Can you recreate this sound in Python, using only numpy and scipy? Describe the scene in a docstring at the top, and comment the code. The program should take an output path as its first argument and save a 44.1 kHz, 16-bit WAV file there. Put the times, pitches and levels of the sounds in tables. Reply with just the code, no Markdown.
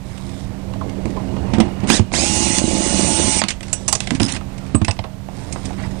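"""Fan hum throughout: wavering tones over shaped noise. Handling rubs and rustles; taps ring a panel, the bit is
seated (thin whirr, thumps), then a drill just above a wooden floor gives a blip and a long run, backing a screw
out of an appliance: shaft-order partials, gear lines, noise. Loose screws chink (decaying modes), a part drags,
the drill is laid on the boards and rocks; rubbing and a last drag follow as a metal part is worked free.
The microphone lies on the same boards, so contacts carry a thud; nearly all sound is in the right channel."""
import sys
import numpy as np
from scipy import signal
from scipy.fft import rfft, irfft, next_fast_len
from scipy.io import wavfile
from scipy.ndimage import uniform_filter1d, map_coordinates

SR = 44100
rng = np.random.default_rng(int(sys.argv[2]) if len(sys.argv) > 2 else 0)


def transcribe(signal):
    """Save signal, clipped to [-1, 1], as a 16-bit WAV file at the path in sys.argv[1]."""
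    frames = np.atleast_2d(signal).T
    limited = np.clip(frames, -1, 1)
    pcm = np.round(limited * 32767).astype(np.int16)
    wavfile.write(sys.argv[1], SR, pcm)


N = 264600
TIME = np.arange(N) / SR

# Source levels are relative, ahead of MIX_GAIN. Spectra and modes give shape only; they are normalised.
# fan tones: f/Hz, level/dB relative
HUM_TONES = [(58.5, -27.5), (192, 0.5), (268, -8), (345, -14), (632, -17.5)]
# hum swells and dips: t/s, level/dB
HUM_LEVEL = [(0.0, -37), (1.3, -28), (2.15, -34.5), (3.3, -34), (3.5, -39), (4.68, -34), (4.9, -41),
             (6.0, -30)]
# room rumble and hiss spectrum: f/Hz, level/dB
AIR_SPECTRUM = [(9, -20), (18, -3.5), (90, -0.5), (140, -1), (230, -23.5), (370, -21.5), (620, -19),
                (1300, -30.5), (5300, -38.5), (9900, -43.5), (13000, -120)]
# room decay: f/Hz, t60/s
ROOM_DECAY = [(150, 0.3), (1000, 0.18), (4000, 0.17), (10000, 0.075)]
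# left against right: f/Hz, level/dB
LEFT_LEAK = [(60, -25.5), (250, -28.5), (500, -34), (1000, -37), (2000, -37.5), (4000, -44), (9000, -52)]
# passband ahead of hiss and limiting: f/Hz, level/dB
PASSBAND = [(9950, 0), (10250, -45), (11000, -80)]
# final top cut: f/Hz, level/dB
TOP_CUT = [(14500, 0), (15600, -20), (16500, -80)]

# arm, sleeve, parts sliding: start/s, end/s, rubbing/dB, scraping/dB, rustling/dB (mid-stroke, before trims),
# swell/(dB/s)
STROKES = [(0.091, 0.406, -35, -48, -50, 5), (0.509, 1.649, -25, -46, -61, 10),
           (1.7, 1.865, -26, -43, -59, 54), (3.669, 4.092, -33.5, -48, -48, -1),
           (4.435, 4.708, -35.5, -47.5, -56.5, 10), (5.373, 5.676, -31.5, -44.5, -49, 0),
           (5.724, 5.996, -30.5, -50, -54, 16)]
# part dragged across metal: start/s, end/s, first judder/dB, scraping/dB, crackle/dB (before trims)
DRAGS = [(4.125, 4.18, -18.5, -41.5, -44), (4.215, 4.359, -17, -35.5, -31), (5.787, 5.862, -30, -36.5, -44)]
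# rubbing spectrum, through the floor: f/Hz, level/dB
RUB_SPECTRUM = [(35, -35), (60, 1), (115, 5), (160, -13.5), (192, 2.5), (232, -6.5), (268, 3), (300, -3),
                (340, -5), (450, -9), (620, -12.5), (1000, -20), (1500, -48), (2600, -120)]
# metal scraping spectrum: f/Hz, level/dB
SCRAPE_SPECTRUM = [(470, -30), (800, 3), (1150, -3.5), (1550, -6.5), (2100, -4), (2700, -10), (3800, -21.5),
                   (4500, -13.5), (5900, -46), (9900, -120)]
# rustle and crackle spectrum: f/Hz, level/dB
RUSTLE_SPECTRUM = [(2060, -23), (3500, -8), (3830, -6), (4560, -14), (5220, -6), (5640, -11), (9880, -11.5),
                   (12800, -20), (21700, -120)]
# stick-slip judder spectrum: f/Hz, level/dB
JUDDER_SPECTRUM = [(50, -11), (110, 2), (200, 1), (280, 3), (360, -15), (700, -23.5), (1100, -41.5),
                   (2000, -80)]

# floorboard modes: f/Hz, level/dB, t60/s
BOARD_MODES = [(192, -8.5, 0.1), (226, 1, 0.12), (256.6, -5.5, 0.044), (290, -2.5, 0.054),
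               (332.5, -2.5, 0.1), (433, -8.5, 0.056), (526, -11.5, 0.039)]
# whole-floor modes: f/Hz, level/dB, t60/s
JOIST_MODES = [(67, -39, 0.13), (93.4, 16.5, 0.11), (98.4, 19.5, 0.094), (128, -19, 0.049)]
# loose-screw modes: f/Hz, level/dB, t60/s
SCREW_MODES = [(2860, -10, 0.09), (2860, -15, 0.22), (5900, -8, 0.22), (6440, 9.5, 0.046), (7180, 10, 0.05),
               (7690, -4, 0.31), (7960, 9.5, 0.09), (8900, 1, 0.088), (9590, 4.5, 0.061)]
# bit modes: f/Hz, level/dB, t60/s
BIT_MODES = [(8075, 0, .07), (8170, -14, .04)]
# panel modes: f/Hz, level/dB, t60/s
PANEL_MODES = [(1018, 4, 0.071), (910, -17, 0.079), (654, -2, 0.076)]
# drill case modes: f/Hz, level/dB, t60/s
CASE_MODES = [(2630, -7, 0.032), (2680, -13, 0.029), (5170, -1, 0.016)]
# hollow-knock band: f/Hz, level/dB
KNOCK_BAND = [(250, -18.5), (480, 2), (680, 6.5), (850, 4.5), (1100, 2), (1500, -8), (2400, -39)]
# clack band: f/Hz, level/dB
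CLACK_BAND = [(800, -64), (1500, -6), (2400, -0.5), (3300, -5.5), (4500, -9), (7000, -26)]
# tick band: f/Hz, level/dB
TICK_BAND = [(2800, -14), (4600, 0.5), (6500, 2.5), (8500, 2.5), (10000, -5.5), (15000, -53.5)]

# drill body bumps panel or floor: t/s, thud/dB, clack against thud/dB, nominal t60/s
THUMPS = [(1.055, -13.5, -11.5, 0.013), (1.5346, -10, -11, 0.1), (1.583, -5.5, -18.5, 0.021),
          (1.6008, -5, -5.5, 0.04), (1.8336, -13.5, -21.5, 0.16), (1.9003, -5.5, 0.5, 0.013),
          (1.9944, -9.5, -11, 0.017), (4.2032, -11, -4.5, 0.014), (4.7464, -6.5, -14.5, 0.037),
          (4.815, -13.5, -10.5, 0.027)]
# hollow housing knocks, also gear take-up and stop: t/s, knock/dB, clack against knock/dB, nominal t60/s
KNOCKS = [(0.8098, -22.5, -22, 0.035), (1.165, -27, -7.5, 0.085), (1.3654, -26, -8, 0.026),
          (2.1376, -13.5, 0, 0.025), (3.4162, -10, 1.5, 0.018), (4.4094, -28.5, -6, 0.026),
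          (4.8811, -13, -2, 0.078), (4.9901, -18.5, -2.5, 0.03), (5.0394, -23, -5, 0.055),
          (5.2862, -23.5, -12.5, 0.0072), (5.5591, -18.5, -15, 0.016), (5.706, -22.5, -11, 0.017)]
# trigger, chuck and loose parts: t/s, level/dB, nominal t60/s, bright tilt/dB
CLICKS = [(0.7359, -30, 0.032, -11.5), (0.894, -31.5, 0.028, -3), (1.8725, -22, 0.024, -1),
          (2.117, -24.5, 0.025, -11.5), (2.584, -14.5, 0.018, 9), (3.4379, -10.5, 0.014, -4),
          (3.484, -14.5, 0.058, 3.5), (3.5043, -15, 0.055, 1), (3.6072, -25, 0.015, -2),
          (3.6295, -25.5, 0.039, 0), (3.681, -30, 0.038, 2.5), (4.0041, -12.5, 0.011, 2),
          (4.072, -17, 0.02, -1.5), (4.1063, -11.5, 0.015, -2.5), (4.1492, -22.5, 0.058, 0),
          (4.1988, -15, 0.018, -4), (4.2294, -22, 0.067, 7.5), (4.2825, -20, 0.13, 0),
          (4.3531, -23.5, 0.017, -5), (4.3625, -20, 0.046, -5.5), (4.8469, -16, 0.021, 0.5),
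          (4.9107, -20.5, 0.021, 3), (4.9665, -35, 0.018, -7), (5.5244, -25, 0.054, 6.5),
          (5.6538, -30.5, 0.056, 7.5)]
# loose screws land: t/s, impact/dB, nominal t60/s, ringing/dB
CHINKS = [(3.7288, -14, 0.067, -7), (3.8796, -10, 0.09, -9), (3.9262, -1, 0.041, -31),
          (3.9514, -8, 0.033, -35)]
# drill jolts against the panel: t/s, level/dB
SLIPS = [(2.641, -6), (2.681, -10), (2.735, -13.5), (3.2, -9.5)]
# heavy blows shake the whole floor: t/s, level/dB
BOOMS = [(1.604, -32), (1.996, -9.5), (3.241, -26), (4.205, -19), (4.749, -11.5), (4.817, -12.5),
         (4.886, -15), (4.991, -22.5)]
# drill rocks on its side: t/s, level/dB
ROCKS = [(4.8482, -18.5), (4.8813, -19), (4.91, -15.5)]
# bit rattles in its chuck: t/s, level/dB before trim
PINGS = [(4.7514, -15), (4.8833, -24)]
# bit seeks the screw head, panel rings: t/s, level/dB before trim
TAPS = [(0.814, -28), (1.171, -25)]

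# trigger pulls: pressed/s, released/s, limit of whine f/Hz (ten times shaft speed)
PULLS = [(1.871, 1.968, 2230), (2.1215, 3.393, 2874)]
# motor partials, three groups: nominal shaft order, level/dB in group, extra at full torque/dB
LOW_ORDERS = [(3, -0.5, 0), (9, -9, -2), (10, -1.5, 3.5)]
# as above
MID_ORDERS = [(15, -18, 5.9), (18, -15, 8), (20, 2, 7.5)]
# as above
HIGH_ORDERS = [(22, -22, 3), (29, -16, 7), (30, -2.5, 3)]
# gear grinding spectrum: f/Hz, level/dB
GRIND_SPECTRUM = [(440, -53), (750, -3.5), (788, -31), (871, -2.5), (909, -8.5), (1180, -13), (1320, -13),
                  (1730, -15), (2110, -7.5), (2660, -11), (2780, -14.5), (3150, -10), (5500, -8),
                  (7150, -43), (12100, -120)]
# drill hiss spectrum: f/Hz, level/dB
HISS_SPECTRUM = [(2940, -22), (5000, -7), (5380, -24), (5540, -9), (6000, 1), (6410, 5.5), (7390, -0.5),
                 (8160, 3.5), (8330, -4), (8590, 5), (8940, -14.5), (9020, 0), (9880, -4), (12800, -72),
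                 (21700, -120)]
# panel shudder spectrum: f/Hz, level/dB
SHUDDER_SPECTRUM = [(21, -38), (35, -35), (65, 4), (151, -8.5), (188, 3.5), (260, -2.5), (326, 2.5),
                    (431, -14.5), (579, -6.5), (788, -15.5), (845, -31), (906, -45), (1000, -19),
                    (1300, -30), (2200, -120)]
# seating whirr spectrum: f/Hz, level/dB
WHIRR_SPECTRUM = [(2200, -48), (2400, -4), (2700, -26), (2855, 5), (3010, -21), (3600, -40)]

# rumble and hiss; share of the hum's dB swell they follow
AIR_DB, AIR_FOLLOWS = -33.5, 0.42
MIX_GAIN, ROOM_DB, LEFT_HISS_DB, LEFT_DELAY_SAMPLES = 2, -15.5, -68.5, 3

STROKE_FADE_S, DRAG_FADE_S, JUDDER_FALL_DB_PER_S = 0.096, 0.019, 105
RUB_TRIM_DB, SCRAPE_TRIM_DB, RUSTLE_TRIM_DB = -5.5, -3.5, -0.5
JUDDER_TRIM_DB, GRATE_TRIM_DB, CRACKLE_TRIM_DB = -2, -2, -0.5
STRAY_DB, STRAY_SPREAD_DB, STRAY_T60_S = -36, 1.5, 0.041

# mixes: thud/dB, knock/dB, clack/dB, tick/dB
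CLICK_MIX_DB = (-13, -11.5, -1, -2.5)
CHINK_MIX_DB = (-33, -13, -11, -2)
# knock against the mean of thud and clack; ticks against the clack; thud against the knock
THUMP_KNOCK_DB, THUMP_TICK_DB = -2, -8.5
KNOCK_THUD_DB, KNOCK_TICK_DB = -10.5, -18
THUMP_RISE_S = 0.0011  # heavy, padded contact: slower than a click
SLIP_DAMP_T60_S, PING_TRIM_DB, TAP_TRIM_DB = 0.11, -1.5, 0.5

SPIN_UP_S, BRAKE_HZ_PER_S = 0.037, 20000  # exponential run-up, even braking
SAG_SHARE, SAG_S = 0.04, 0.24  # a tight screw holds the speed down at first
GEAR_ATTACK_S, GEAR_RELEASE_S = 0.034, 0.016
DIP_S, DIP_FALL_S, DIP_RECOVER_S = 2.595, 0.021, 0.19
# drill layers: start of pull/dB, drift as the screw comes out/(dB/s), dip scale/dB
WHINE_LEVEL = (-31.5, 0.37, 8)
SECOND_LEVEL = (-34, 0.94, 22)
THIRD_LEVEL = (-31, 9.8, 11)
GRIND_LEVEL = (-28.5, 0, 8)
HISS_LEVEL = (-24, -1.5, 8.6)
SHUDDER_LEVEL = (-25, 3.44, 0)
TORQUE_GRIND_DB = 2.5  # extra at full torque
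BUZZ_DB, BUZZ_SURGE_DB = -10.5, 6  # gear lines against steady grinding; extra at full torque
FREE_S, FREE_FADE_S, FREE_DROP_DB = 3.29, 0.032, 7  # screw clear: panel shakes less
WHIRR_START_S, WHIRR_END_S, WHIRR_DB = 1.3, 2.1, -56


def amp(db):
    """Decibels to gain."""
    return 10 ** (np.asarray(db) / 20)


def unit(x):
    """Scale to rms 1."""
    return x / np.sqrt(np.mean(x ** 2) + 1e-20)


def crest(x):
    """Scale to peak 1."""
    return x / (np.abs(x).max() + 1e-20)


def along(points, hz):
    """Interpolate (f/Hz, value) points on a log frequency axis."""
    f, v = np.transpose(points)
    return np.interp(np.log(hz + 1), np.log(f + 1), v)


def during(start_s, end_s, fade_s):
    """1 from start to end, with ramps outside."""
    return np.clip(1 + np.minimum(TIME - start_s, end_s - TIME) / fade_s, 0, 1)


def wobble(rate_hz):
    """Smooth random curve, rate_hz knots a second."""
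    knots = rng.standard_normal(int(N * rate_hz / SR) + 4)
    return map_coordinates(knots, [TIME * rate_hz])


def filtered(x, response):
    """Apply a frequency response by FFT."""
    size = next_fast_len(len(x) + 8192)
    return irfft(rfft(x, size) * response(np.fft.rfftfreq(size, 1 / SR)), size)[:len(x)]


def shaped(x, points):
    """Apply a (f/Hz, level/dB) response."""
    return filtered(x, lambda hz: amp(along(points, hz)))


def noise(spectrum, grain_db=0, patchy_db=0):
    """Coloured noise, rms 1: millisecond grains scatter by grain_db, passing resonances by patchy_db."""
    drive = rng.standard_normal(N) * amp(grain_db * wobble(400))
    z = signal.stft(drive, nperseg=512)[2]
    field = uniform_filter1d(rng.standard_normal(z.shape), size=3, axis=0)
    field = uniform_filter1d(field, size=7, axis=1)
    drive = signal.istft(z * amp(patchy_db * unit(field)), nperseg=512)[1][:N]
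    return unit(shaped(drive, spectrum))


def causal(spectrum, ripple_db, size=1024):
    """Minimum-phase impulse response with random peaks and dips for the spot struck."""
    hz = np.fft.rfftfreq(size, 1 / SR)
    ripple = unit(uniform_filter1d(rng.standard_normal(len(hz)), size=9))
    cepstrum = irfft(np.log(amp(along(spectrum, hz) + ripple_db * ripple)))
    # fold the cepstrum onto positive time
    cepstrum[1:size // 2] *= 2
    cepstrum[size // 2 + 1:] = 0
    return irfft(np.exp(rfft(cepstrum)))


def ring(modes, attack_s, detune=0):
    """One blow on decaying modes: random strengths, pitches shifted by the load (detune); peak 1."""
    t = TIME[:SR // 2]
    tone = np.zeros(len(t))
    for hz, db, t60_s in modes:
        mode_hz = hz * (1 + detune * rng.normal())
        mode_db = db + 2 * rng.normal()
        tone += amp(mode_db - 60 * t / t60_s) * np.sin(2 * np.pi * mode_hz * t)
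    return crest(tone * (1 - np.exp(-t / attack_s)))


def add(track, start_s, x):
    """Mix x into the track at start_s."""
    part = track[max(round(start_s * SR), 0):][:len(x)]
    part += x[:len(part)]


def room(x):
    """Room answer: decaying noise whose treble dies first."""
    hz, t, z = signal.stft(rng.standard_normal(SR // 2), SR, nperseg=256)
    decay = amp(-60 * t / along(ROOM_DECAY, hz)[:, None])
    tail = signal.istft(z * decay, SR, nperseg=256)[1]
    return signal.fftconvolve(x, tail / np.linalg.norm(tail))[:N]


def fan():
    """Tones wavering in level and phase over low rumble and faint hiss."""
    hum = np.zeros(N)
    for hz, db in HUM_TONES:
        hum += amp(db + wobble(5)) * np.sin(2 * np.pi * hz * TIME + wobble(6) * hz / 800)
    hum_db = np.interp(TIME, *np.transpose(HUM_LEVEL))
    air_db = AIR_DB + AIR_FOLLOWS * (hum_db - hum_db.mean())
    return amp(hum_db) * hum + amp(air_db) * noise(AIR_SPECTRUM)


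def strokes():
    """Sliding contact: grainy rubbing through the floor, metal scraping, rustling cloth."""
    rub = amp(RUB_TRIM_DB) * noise(RUB_SPECTRUM, grain_db=1.5, patchy_db=2.5)
    scrape = amp(SCRAPE_TRIM_DB) * noise(SCRAPE_SPECTRUM, grain_db=2.0, patchy_db=2.5)
    rustle = amp(RUSTLE_TRIM_DB) * noise(RUSTLE_SPECTRUM, grain_db=2.5, patchy_db=2)
    out = np.zeros(N)
    for start, end, rub_db, scrape_db, rustle_db, swell_db_per_s in STROKES:
        swell = amp(swell_db_per_s * (np.clip(TIME, start, end) - (start + end) / 2))
        slide = amp(rub_db) * rub + amp(scrape_db) * scrape + amp(rustle_db) * rustle
        out += during(start, end, STROKE_FADE_S) * swell * slide
    return out


def drags():
    """Stick-slip under pressure: judder that dies once the part moves, scraping, dense fine clicks."""
    judder = amp(JUDDER_TRIM_DB) * noise(JUDDER_SPECTRUM, grain_db=6.0)
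    grate = amp(GRATE_TRIM_DB) * noise(SCRAPE_SPECTRUM, grain_db=2.0, patchy_db=2.3)
    crackle = amp(CRACKLE_TRIM_DB) * noise(RUSTLE_SPECTRUM, grain_db=6, patchy_db=6.5)
    out = np.zeros(N)
    for start, end, judder_db, grate_db, crackle_db in DRAGS:
        sticking = amp(judder_db - JUDDER_FALL_DB_PER_S * np.maximum(TIME - start, 0))
        drag = sticking * judder + amp(grate_db) * grate + amp(crackle_db) * crackle
        out += during(start, end, DRAG_FADE_S) * drag
    return out


def blow(levels_db, t60_s, rise_s=0.00043, after_db=-25, after_t60_s=0.28):
    """A contact thuds in the boards and excites dense, short modes of plastic and sheet metal."""
    thud_db, *bands_db = levels_db
    out = amp(thud_db) * ring(BOARD_MODES, attack_s=0.0014, detune=0.048)
    t = TIME[:SR // 5]
    after = amp(after_db - 60 * t / after_t60_s)  # weak after-ring of the cabinet
    # low modes ring longest
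    for band, band_db, life in zip((KNOCK_BAND, CLACK_BAND, TICK_BAND), bands_db, (1.3, .9, .95)):
        main = amp(-60 * t / (life * max(t60_s, .005)))
        decay = (main + after) * (1 - np.exp(-t / rise_s))
        burst = signal.fftconvolve(decay * rng.standard_normal(len(t)), causal(band, ripple_db=2.0))
        add(out, 0, amp(band_db) * crest(burst))
    return out


def strays(count=2):
    """Faint clicks at random times in each stroke: the hand nudges loose parts."""
    out = np.zeros(N)
    for start, end, *_ in STROKES:
        for s in rng.uniform(start, end, count):
            db = STRAY_DB + STRAY_SPREAD_DB * rng.normal()
            add(out, s, blow(db + np.array(CLICK_MIX_DB), STRAY_T60_S))
    return out


def clicks():
    """Sharp contacts; the tilt trades thud and knock for tick."""
    out = np.zeros(N)
    for s, db, t60_s, bright_db in CLICKS:
        tilt_db = bright_db * np.array([-1, -1, 0, 1])
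        add(out, s, blow(db + np.array(CLICK_MIX_DB) + tilt_db, t60_s))
    return out


def chinks():
    """Landing screws: a bright blow plus the screw's own modes."""
    out = np.zeros(N)
    for s, db, t60_s, ring_db in CHINKS:
        add(out, s, blow(db + np.array(CHINK_MIX_DB), t60_s))
        add(out, s, amp(ring_db) * ring(SCREW_MODES, attack_s=.0004))
    return out


def knocks():
    """Hollow housing blows, levels set against the knock band."""
    out = np.zeros(N)
    for s, db, hard_db, t60_s in KNOCKS:
        mix_db = np.array([KNOCK_THUD_DB, 0, hard_db, hard_db + KNOCK_TICK_DB])
        add(out, s, blow(db + mix_db, t60_s))
    return out


def thumps():
    """Heavy, slow-rising blows, levels set against the board thud."""
    out = np.zeros(N)
    for s, db, hard_db, t60_s in THUMPS:
        mix_db = np.array([0, hard_db / 2 + THUMP_KNOCK_DB, hard_db, hard_db + THUMP_TICK_DB])
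        add(out, s, blow(db + mix_db, t60_s, rise_s=THUMP_RISE_S))
    return out


def slips():
    """Board thumps damped by the hand pressing on the drill."""
    damping_db = -60 * TIME[:SR // 2] / SLIP_DAMP_T60_S
    out = np.zeros(N)
    for s, db in SLIPS:
        add(out, s, amp(db + damping_db) * ring(BOARD_MODES, attack_s=0.0012, detune=0.017))
    return out


def booms():
    """Slow-rising low modes of the whole floor."""
    out = np.zeros(N)
    for s, db in BOOMS:
        add(out, s, amp(db) * ring(JOIST_MODES, attack_s=0.01, detune=0.031))
    return out


def ringing():
    """Modes of case, bit and panel ring on after their blows."""
    out = np.zeros(N)
    for s, db in ROCKS:
        add(out, s, amp(db) * ring(CASE_MODES, attack_s=0.00033))
    for s, db in PINGS:
        add(out, s, amp(db + PING_TRIM_DB) * ring(BIT_MODES, attack_s=0.0011))
    for s, db in TAPS:
        add(out, s, amp(db + TAP_TRIM_DB) * ring(PANEL_MODES, attack_s=.003))
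    return out


def whirr():
    """Thin band of noise as the bit is seated."""
    return amp(WHIRR_DB) * during(WHIRR_START_S, WHIRR_END_S, fade_s=0.12) * noise(WHIRR_SPECTRUM)


def speed(pressed, released, full_hz):
    """Whine pitch over a pull: run up, creep higher as the screw loosens, brake."""
    t = np.clip(TIME - pressed, 0, released - pressed)
    driven_hz = full_hz * (1 - np.exp(-t / SPIN_UP_S)) * (1 - SAG_SHARE * np.exp(-t / SAG_S))
    return np.maximum(driven_hz - BRAKE_HZ_PER_S * np.maximum(TIME - released, 0), 0)


def layer_db(level, pressed, released):
    """Drill layer level: even drift through a pull, one shared dip."""
    start_db, drift_db_per_s, dip_db = level
    since = np.maximum(TIME - DIP_S, 0)
    dip = np.minimum(since / DIP_FALL_S, 1) * np.exp(-since / DIP_RECOVER_S)
    return start_db + drift_db_per_s * np.clip(TIME - pressed, 0, released - pressed) - dip_db * dip


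def motor(pressed, released, full_hz, jitter=0.00163, hunting=0.00096, waver_db=0.8):
    """Fan blades and commutator sing at multiples of the slightly unsteady shaft speed."""
    whine_hz = speed(pressed, released, full_hz)
    # speed change takes torque: partials shift in level and roughen
    slope = np.abs(uniform_filter1d(np.gradient(whine_hz), size=882)) * SR
    torque = np.tanh(slope / 8000)
    shaft_hz = whine_hz / 10 * (1 + jitter * wobble(70) + hunting * wobble(8))
    angle = 2 * np.pi * np.cumsum(shaft_hz) / SR
    backlash_rad = .35 + .25 * torque
    tones = np.zeros(N)
    groups = (WHINE_LEVEL, LOW_ORDERS), (SECOND_LEVEL, MID_ORDERS), (THIRD_LEVEL, HIGH_ORDERS)
    for level, orders in groups:
        group_gain = amp(layer_db(level, pressed, released))
        for order, db, surge_db in orders:
            partial_db = db + surge_db * torque + wobble(45) + waver_db * wobble(9)
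            phase = round(order) * angle + backlash_rad * wobble(350)
            tones += group_gain * amp(partial_db) * np.sin(phase)
    return tones * np.sqrt(whine_hz / full_hz), angle, torque


def teeth(angle, count=40):
    """Uneven gear teeth repeat a pattern each turn: equal lines at shaft orders from 7 up."""
    orders = np.arange(count)
    pattern = (orders > 6) * np.exp(2j * np.pi * rng.random(count))
    turn = irfft(pattern, 2048)
    position = (angle / (2 * np.pi) * len(turn)).astype(int) % len(turn)
    return unit(turn[position])


def drill():
    """Motor tones, gear grind and hiss pulsing once a motor turn, the screw shaking the panel."""
    out = np.zeros(N)
    for pressed, released, full_hz in PULLS:
        tones, angle, torque = motor(pressed, released, full_hz)
        grind_db = layer_db(GRIND_LEVEL, pressed, released)
        hiss_db = layer_db(HISS_LEVEL, pressed, released)
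        freed = np.clip((TIME - FREE_S) / FREE_FADE_S, 0, 1)
        shudder_db = layer_db(SHUDDER_LEVEL, pressed, released) - FREE_DROP_DB * freed
        attack = np.clip((TIME - pressed) / GEAR_ATTACK_S, 0, 1)
        release = np.exp(-np.maximum(TIME - released, 0) / GEAR_RELEASE_S)
        grind = amp(grind_db + TORQUE_GRIND_DB * torque) * noise(GRIND_SPECTRUM, grain_db=1.0, patchy_db=2.35)
        buzz = amp(grind_db + BUZZ_DB + BUZZ_SURGE_DB * torque) * teeth(angle)
        hiss = amp(hiss_db) * noise(HISS_SPECTRUM, grain_db=1.1, patchy_db=2.0)
        shudder = amp(shudder_db) * noise(SHUDDER_SPECTRUM, grain_db=5.0)
        pulsing = (grind + hiss) * (1 + 0.11 * np.cos(angle))
        out += attack * release * (tones + buzz + pulsing + shudder)
    return out


def scene():
    """Full mix on the right; the left has a faint, dull, slightly late copy and its own hiss."""
    hits = strays() + clicks() + chinks() + knocks() + thumps() + slips() + booms() + ringing()
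    background = fan() + amp(ROOM_DB) * room(hits)
    right = MIX_GAIN * (background + strokes() + drags() + hits + whirr() + drill())
    delay = lambda hz: np.exp(-2j * np.pi * hz * LEFT_DELAY_SAMPLES / SR)
    left = filtered(right, lambda hz: amp(along(LEFT_LEAK, hz)) * delay(hz))
    left_hiss = amp(LEFT_HISS_DB) * noise([(100, 0.25), (1000, 0.077), (10000, 1)])
    return np.array([left + left_hiss, right])


def record(dry, hiss_db=-57, duck_db=-27):
    """Cut above 10 kHz, add thin hiss that sinks under bright, loud sound, flatten peaks at full scale."""
    band = np.array([shaped(channel, PASSBAND) for channel in dry])
    bright = filtered(band[1], lambda hz: hz / (hz + 1500))
    power = np.abs(uniform_filter1d(bright ** 2, size=5000))
    ducking = 1 + power / amp(2 * duck_db)
    hiss = amp(hiss_db) * noise([(9000, -40), (10000, 6), (15000, 2.5)]) / ducking
    loud = band + np.array([hiss / 20, hiss])
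    clipped = loud / (1 + np.abs(loud) ** 30) ** (1 / 30)
    return np.array([shaped(channel, TOP_CUT) for channel in clipped])


dry = scene()
out = record(dry)
transcribe(out)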